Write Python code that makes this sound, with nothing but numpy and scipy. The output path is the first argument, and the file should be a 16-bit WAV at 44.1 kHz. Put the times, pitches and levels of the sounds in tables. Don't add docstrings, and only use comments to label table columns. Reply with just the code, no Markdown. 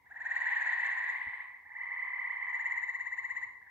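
import sys
import numpy as np
from scipy import signal
from scipy.fft import rfft, irfft, next_fast_len
from scipy.io import wavfile
from scipy.ndimage import map_coordinates

SR = 44100
rng = np.random.default_rng(int(sys.argv[2]) if len(sys.argv) > 2 else 0)


def int16_out(signal):
    q = np.round(np.clip(np.atleast_2d(signal).T, -1, 1) * 32767)
    wavfile.write(sys.argv[1], SR, q.astype(np.int16))


N = 163170

# frequency_hz, level_db
CHORUS_SPECTRUM = [(500, -55.5), (750, -10), (1000, -1), (1350, -32), (1750, -15.5), (2000, 1), (2200, -6),
                   (2500, -29), (4000, -32), (6000, -69.5), (9000, -120)]
RUMBLE_SPECTRUM = [(15, -36), (25, -9.5), (59, -3), (80, 0), (98, -3.5), (129, -7.5), (319, -12.5),
                   (436, -14), (550, -13), (720, -37), (1210, -120)]
HISS_SPECTRUM = [(200, -33), (500, -5), (1500, -4.5), (5000, -7.5), (10000, -10), (15000, -5)]
# crest_s, level_db, pitch_hz
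FIRST_NOTES = [(0.07, -55, 1830), (0.115, -42, 1672), (0.168, -39.5, 1850), (0.216, -34.5, 1834),
               (0.264, -31.5, 1820), (0.316, -29.5, 1860), (0.368, -28, 1912), (0.418, -28.5, 1861),
               (0.47, -29, 1880), (0.52, -30.5, 1882), (0.569, -29.5, 1871), (0.621, -27.5, 1880),
               (0.673, -27.5, 1832), (0.735, -28.5, 1870), (0.803, -29.5, 1881), (0.864, -28, 1945),
               (0.922, -30, 1950), (0.984, -29.5, 1910), (1.043, -32, 1939), (1.101, -29, 1956),
               (3.628, -51, 1880), (3.68, -49, 1870)]
SECOND_NOTES = [(0.44, -31, 1910), (0.49, -27.5, 1930), (0.535, -26.5, 2020), (0.587, -30.5, 1970),
                (0.637, -34, 1920), (0.698, -27.5, 1990), (0.75, -36.5, 1910), (0.783, -30, 1890),
                (0.835, -26, 1920), (0.889, -31, 1920), (0.932, -31.5, 1950), (1.011, -31, 1940),
                (1.065, -29.5, 1960), (1.11, -35, 1960), (1.161, -30, 1980), (1.219, -30, 2010),
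                (1.28, -32, 2010), (1.342, -32, 2030), (1.407, -33.5, 1990), (1.48, -50, 1960),
                (1.547, -44.5, 1980)]
THIRD_NOTES = [(1.662, -46, 1813), (1.712, -43.5, 1870), (1.763, -38.5, 1953), (1.813, -34.5, 1998),
               (1.869, -38, 2069), (1.919, -34, 2038), (1.975, -33.5, 2030), (2.031, -33, 2030),
               (2.082, -35.5, 1972), (2.14, -34, 2020), (2.196, -32.5, 2020), (2.253, -34.5, 2010),
               (2.31, -32.5, 2026), (2.366, -35.5, 1967), (2.425, -32, 2003), (2.483, -33, 2010),
               (2.543, -33, 1960), (2.602, -34.5, 1905), (2.657, -32.5, 1990), (2.714, -34, 1940),
               (2.775, -34.5, 1984)]
NEAR_NOTES = [(2.5, -35.5, 1960), (2.554, -31, 1970), (2.61, -30, 1990), (2.666, -29, 1990),
              (2.722, -29, 2000), (2.78, -29.5, 1980), (2.837, -29, 1980), (2.896, -29.5, 1990),
              (2.955, -29.5, 2010), (3.012, -30, 1990), (3.072, -30.5, 1990), (3.132, -30.5, 2000),
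              (3.191, -29, 2000), (3.252, -30, 1990), (3.312, -30, 1990), (3.373, -29, 2000),
              (3.435, -30.5, 1990)]
# frequency_hz, gain_db
FIRST_THROAT = [(560, -45), (720, -17.5), (950, -24), (1150, -14.5), (1330, -31), (1550, -9), (1900, 1.5),
                (2060, -7), (2330, -17.5), (2600, -36), (4200, -41.5), (5500, -65), (6900, -26),
                (8000, -48), (10000, -66.5)]
SECOND_THROAT = [(600, -45), (750, -18.5), (1000, -23.5), (1200, -21.5), (1380, -39.5), (1700, -5),
                 (2000, 1.5), (2350, -14.5), (2650, -24.5), (4000, -36.5), (5500, -59.5), (8100, -31.5),
                 (10000, -61)]
THIRD_THROAT = [(600, -47.5), (780, -20.5), (1020, -24), (1200, -19.5), (1400, -33.5), (1600, -17.5),
                (1780, -6.5), (2030, 1), (2300, -9), (2500, -36.5), (3100, -32), (3700, -50.5),
                (6000, -70.5), (7300, -36), (10000, -62)]
NEAR_THROAT = [(600, -40), (800, -27.5), (1020, -27), (1180, -19.5), (1380, -34), (1600, -19),
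               (1800, -10.5), (1970, -2.5), (2050, -6), (2130, -8), (2280, -29), (2500, -38.5), (2800, -35),
               (3400, -53), (4000, -40), (5500, -64), (7050, -23.5), (8000, -70.5)]
# frequency_hz, level_db
RASP_SPECTRUM = [(500, -31), (1500, -26.5), (2400, 2.5), (3200, -10), (4400, -11.5), (5500, -29.5),
                 (7000, -14.5), (8500, -23.5), (11000, -38)]
# frequency_hz, gain_db
LEFT_SHADE = [(3500, 0), (5000, -4), (7000, -24), (10000, 0)]
# frequency_hz, t60_s
WOOD_T60 = [(700, 0.71), (2000, 1), (3200, 0.45), (8000, 0.54)]
# frequency_hz, gain_db
WOOD_COLOUR = [(700, 6), (1050, 10), (1500, 1.5), (2000, 0.5), (2350, 1.5), (3000, 2.5), (4000, 6),
               (7000, -5)]
# frequency_hz, level_db
BUMP_SPECTRUM = [(25, -12.5), (80, 2.5), (130, -12.5), (230, -16), (400, -31.5), (800, -78)]

FIRST_FROG = dict(sweep_hz_per_s=16000, swell_s=0.01, cut_s=0.014, jitter=0.028, rasp_db=-24.5,
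                  pan_db=0.5, direct_db=-1.5, echo_db=-3.5, gap_s=0.012, leaf_cutoff_hz=8900)
SECOND_FROG = dict(sweep_hz_per_s=23000, swell_s=0.0077, cut_s=0.018, jitter=0.021, rasp_db=-33,
                   pan_db=0.9, direct_db=-4, echo_db=-5, gap_s=0.004, leaf_cutoff_hz=3500)
THIRD_FROG = dict(sweep_hz_per_s=17000, swell_s=0.01, cut_s=0.027, jitter=0.0095, rasp_db=-41,
                  pan_db=-1, direct_db=0, echo_db=-0.5, gap_s=0.0053, leaf_cutoff_hz=2840)
NEAR_FROG = dict(sweep_hz_per_s=15000, swell_s=0.012, cut_s=0.014, jitter=0.006, rasp_db=-40.5,
                 pan_db=3.2, direct_db=0.5, echo_db=-5.5, gap_s=0.0088, leaf_cutoff_hz=10890)


def amp(db):
    return 10 ** (np.asarray(db) / 20)


def unit_rms(x):
    return x / np.sqrt(np.mean(x ** 2) + 1e-20)


def curve_at(points, hz):
    knots_hz, values = np.transpose(points)
    return np.interp(np.log(np.abs(hz) + 1), np.log(knots_hz + 1), values)


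def wobble(rate_hz, size):
    knots = rng.standard_normal(int(size * rate_hz / SR) + 4)
    return map_coordinates(knots, [np.arange(size) * rate_hz / SR])


def filtered(x, response):
    size = next_fast_len(N + SR // 2)
    return irfft(rfft(x, size) * response(np.fft.rfftfreq(size, 1 / SR)), size)[..., :N]


def noise(spectrum):
    return unit_rms(filtered(rng.standard_normal(N), lambda hz: amp(curve_at(spectrum, hz))))


def stereo_noise(spectrum, side_db):
    mid, side = noise(spectrum), amp(side_db) * noise(spectrum)
    return unit_rms(np.array([mid + side, mid - side]))


def panned(x, pan_db):
    return x * amp([[pan_db], [-pan_db]])


def add(track, start_s, sound):
    start = max(round(start_s * SR), 0)
    part = sound[..., :max(N - start, 0)]
    track[..., start:start + part.shape[-1]] += part


def distant_chorus():
    return amp(-68.5 + 3 * wobble(rate_hz=35, size=N)) * stereo_noise(CHORUS_SPECTRUM, side_db=-3.5)


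def rumble():
    level_db = -78 + 1.6 * wobble(rate_hz=5.5, size=N)
    return panned(amp(level_db) * stereo_noise(RUMBLE_SPECTRUM, side_db=-4.5), pan_db=-0.5)


def hiss():
    return amp(-80.5) * stereo_noise(HISS_SPECTRUM, side_db=-0.5)


def trill(notes, throat, sweep_hz_per_s, swell_s, cut_s, jitter, rasp_db):
    lead_s, onset_s, release_s = 0.019, 0.003, 0.0012
    linger_s = 0.02
    t = np.arange(-SR // 30, SR // 40) / SR
    onset = 1 / (1 + np.exp(-(t + lead_s) / onset_s))
    swell = 1 / np.sqrt(1 + (t / swell_s) ** 2)
    release = 1 / (1 + np.exp((t - cut_s) / release_s))
    envelope = onset * swell * release
    harmonic = np.arange(1, 11)[:, None]
    rasp_noise = noise(RASP_SPECTRUM)
    strong_note_db = np.percentile([level_db for _, level_db, _ in notes], 75)
    track = np.zeros(N)
    for i, (crest_s, level_db, pitch_hz) in enumerate(notes):
        swept_hz = pitch_hz + sweep_hz_per_s * t * (1 + (t / linger_s) ** 2)
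        fundamental_hz = np.maximum(swept_hz, pitch_hz / 2) / 2
        rough_hz = fundamental_hz * (1 + jitter * wobble(rate_hz=900, size=len(t)))
        phase = 2 * np.pi * np.cumsum(rough_hz) / SR + rng.uniform(0, 2 * np.pi)
        effort = amp(0.67 * (level_db - strong_note_db))
        gains = np.where(harmonic > 2, effort, 1) * amp(curve_at(throat, harmonic * fundamental_hz))
        tone = np.sqrt(2) * np.sum(gains * np.sin(harmonic * phase), axis=0)
        rasp = effort * amp(rasp_db) * rasp_noise[i * len(t):][:len(t)]
        add(track, crest_s + t[0], amp(level_db) * envelope * (tone + rasp))
    return track


def microphone_ports(pair, lag_s):
    left = filtered(pair[0], lambda hz: amp(curve_at(LEFT_SHADE, hz)) * np.exp(-2j * np.pi * hz * lag_s))
    return np.array([left, pair[1]])


def wood_reverberation(call, gap_s, side_db):
    scatter_db, scatter_decay_s = -2, 0.073
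    hz, t, grains = signal.stft(rng.standard_normal((2, SR)), SR, nperseg=256)
    tail = amp(-60 * t / curve_at(WOOD_T60, hz)[:, None])
    early_scatter = amp(scatter_db) * np.exp(-t / scatter_decay_s)
    build_up = 1 - np.exp(-(t / gap_s) ** 2)
    envelope = (tail + early_scatter) * build_up
    envelope /= np.sqrt(np.sum(envelope[np.searchsorted(hz, 2000)] ** 2) * 128)
    colour = amp(curve_at(WOOD_COLOUR, hz))[:, None]
    mid, side = signal.istft(grains * envelope * colour, SR, nperseg=256)[1]
    width = amp(side_db)
    impulse_response = np.array([mid + width * side, mid - width * side]) / np.hypot(1, width)
    return signal.fftconvolve(call[None], impulse_response, axes=1)[:, :N]


def frog(notes, throat, pan_db, direct_db, echo_db, gap_s, leaf_cutoff_hz, **voice):
    call = trill(notes, throat, **voice)
    through_leaves = filtered(call, lambda hz: 1 / (1 + (hz / leaf_cutoff_hz) ** 6))
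    direct = microphone_ports(panned(through_leaves, pan_db), lag_s=0.0001)
    echoes = microphone_ports(wood_reverberation(call, gap_s, side_db=-5.5), lag_s=0.00005)
    return amp(direct_db) * direct + amp(echo_db) * echoes


def bump(attack_s, decay_s):
    t = np.arange(SR // 4) / SR
    envelope = (1 - np.exp(-t / attack_s)) * np.exp(-t / decay_s)
    return amp(-50) * envelope * unit_rms(noise(BUMP_SPECTRUM)[:len(t)])


def scene():
    mix = distant_chorus() + rumble() + hiss()
    mix += frog(FIRST_NOTES, FIRST_THROAT, **FIRST_FROG)
    mix += frog(SECOND_NOTES, SECOND_THROAT, **SECOND_FROG)
    add(mix, start_s=1.268, sound=panned(bump(attack_s=0.002, decay_s=0.01), pan_db=-9))
    mix += frog(THIRD_NOTES, THIRD_THROAT, **THIRD_FROG)
    mix += frog(NEAR_NOTES, NEAR_THROAT, **NEAR_FROG)
    return mix


def record(dry):
    low_cut_hz, top_hz = 31, 15700
    return filtered(dry, lambda hz: (hz < top_hz) * hz ** 2 / np.hypot(hz ** 2, low_cut_hz ** 2))


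dry = scene()
out = record(dry)
int16_out(out)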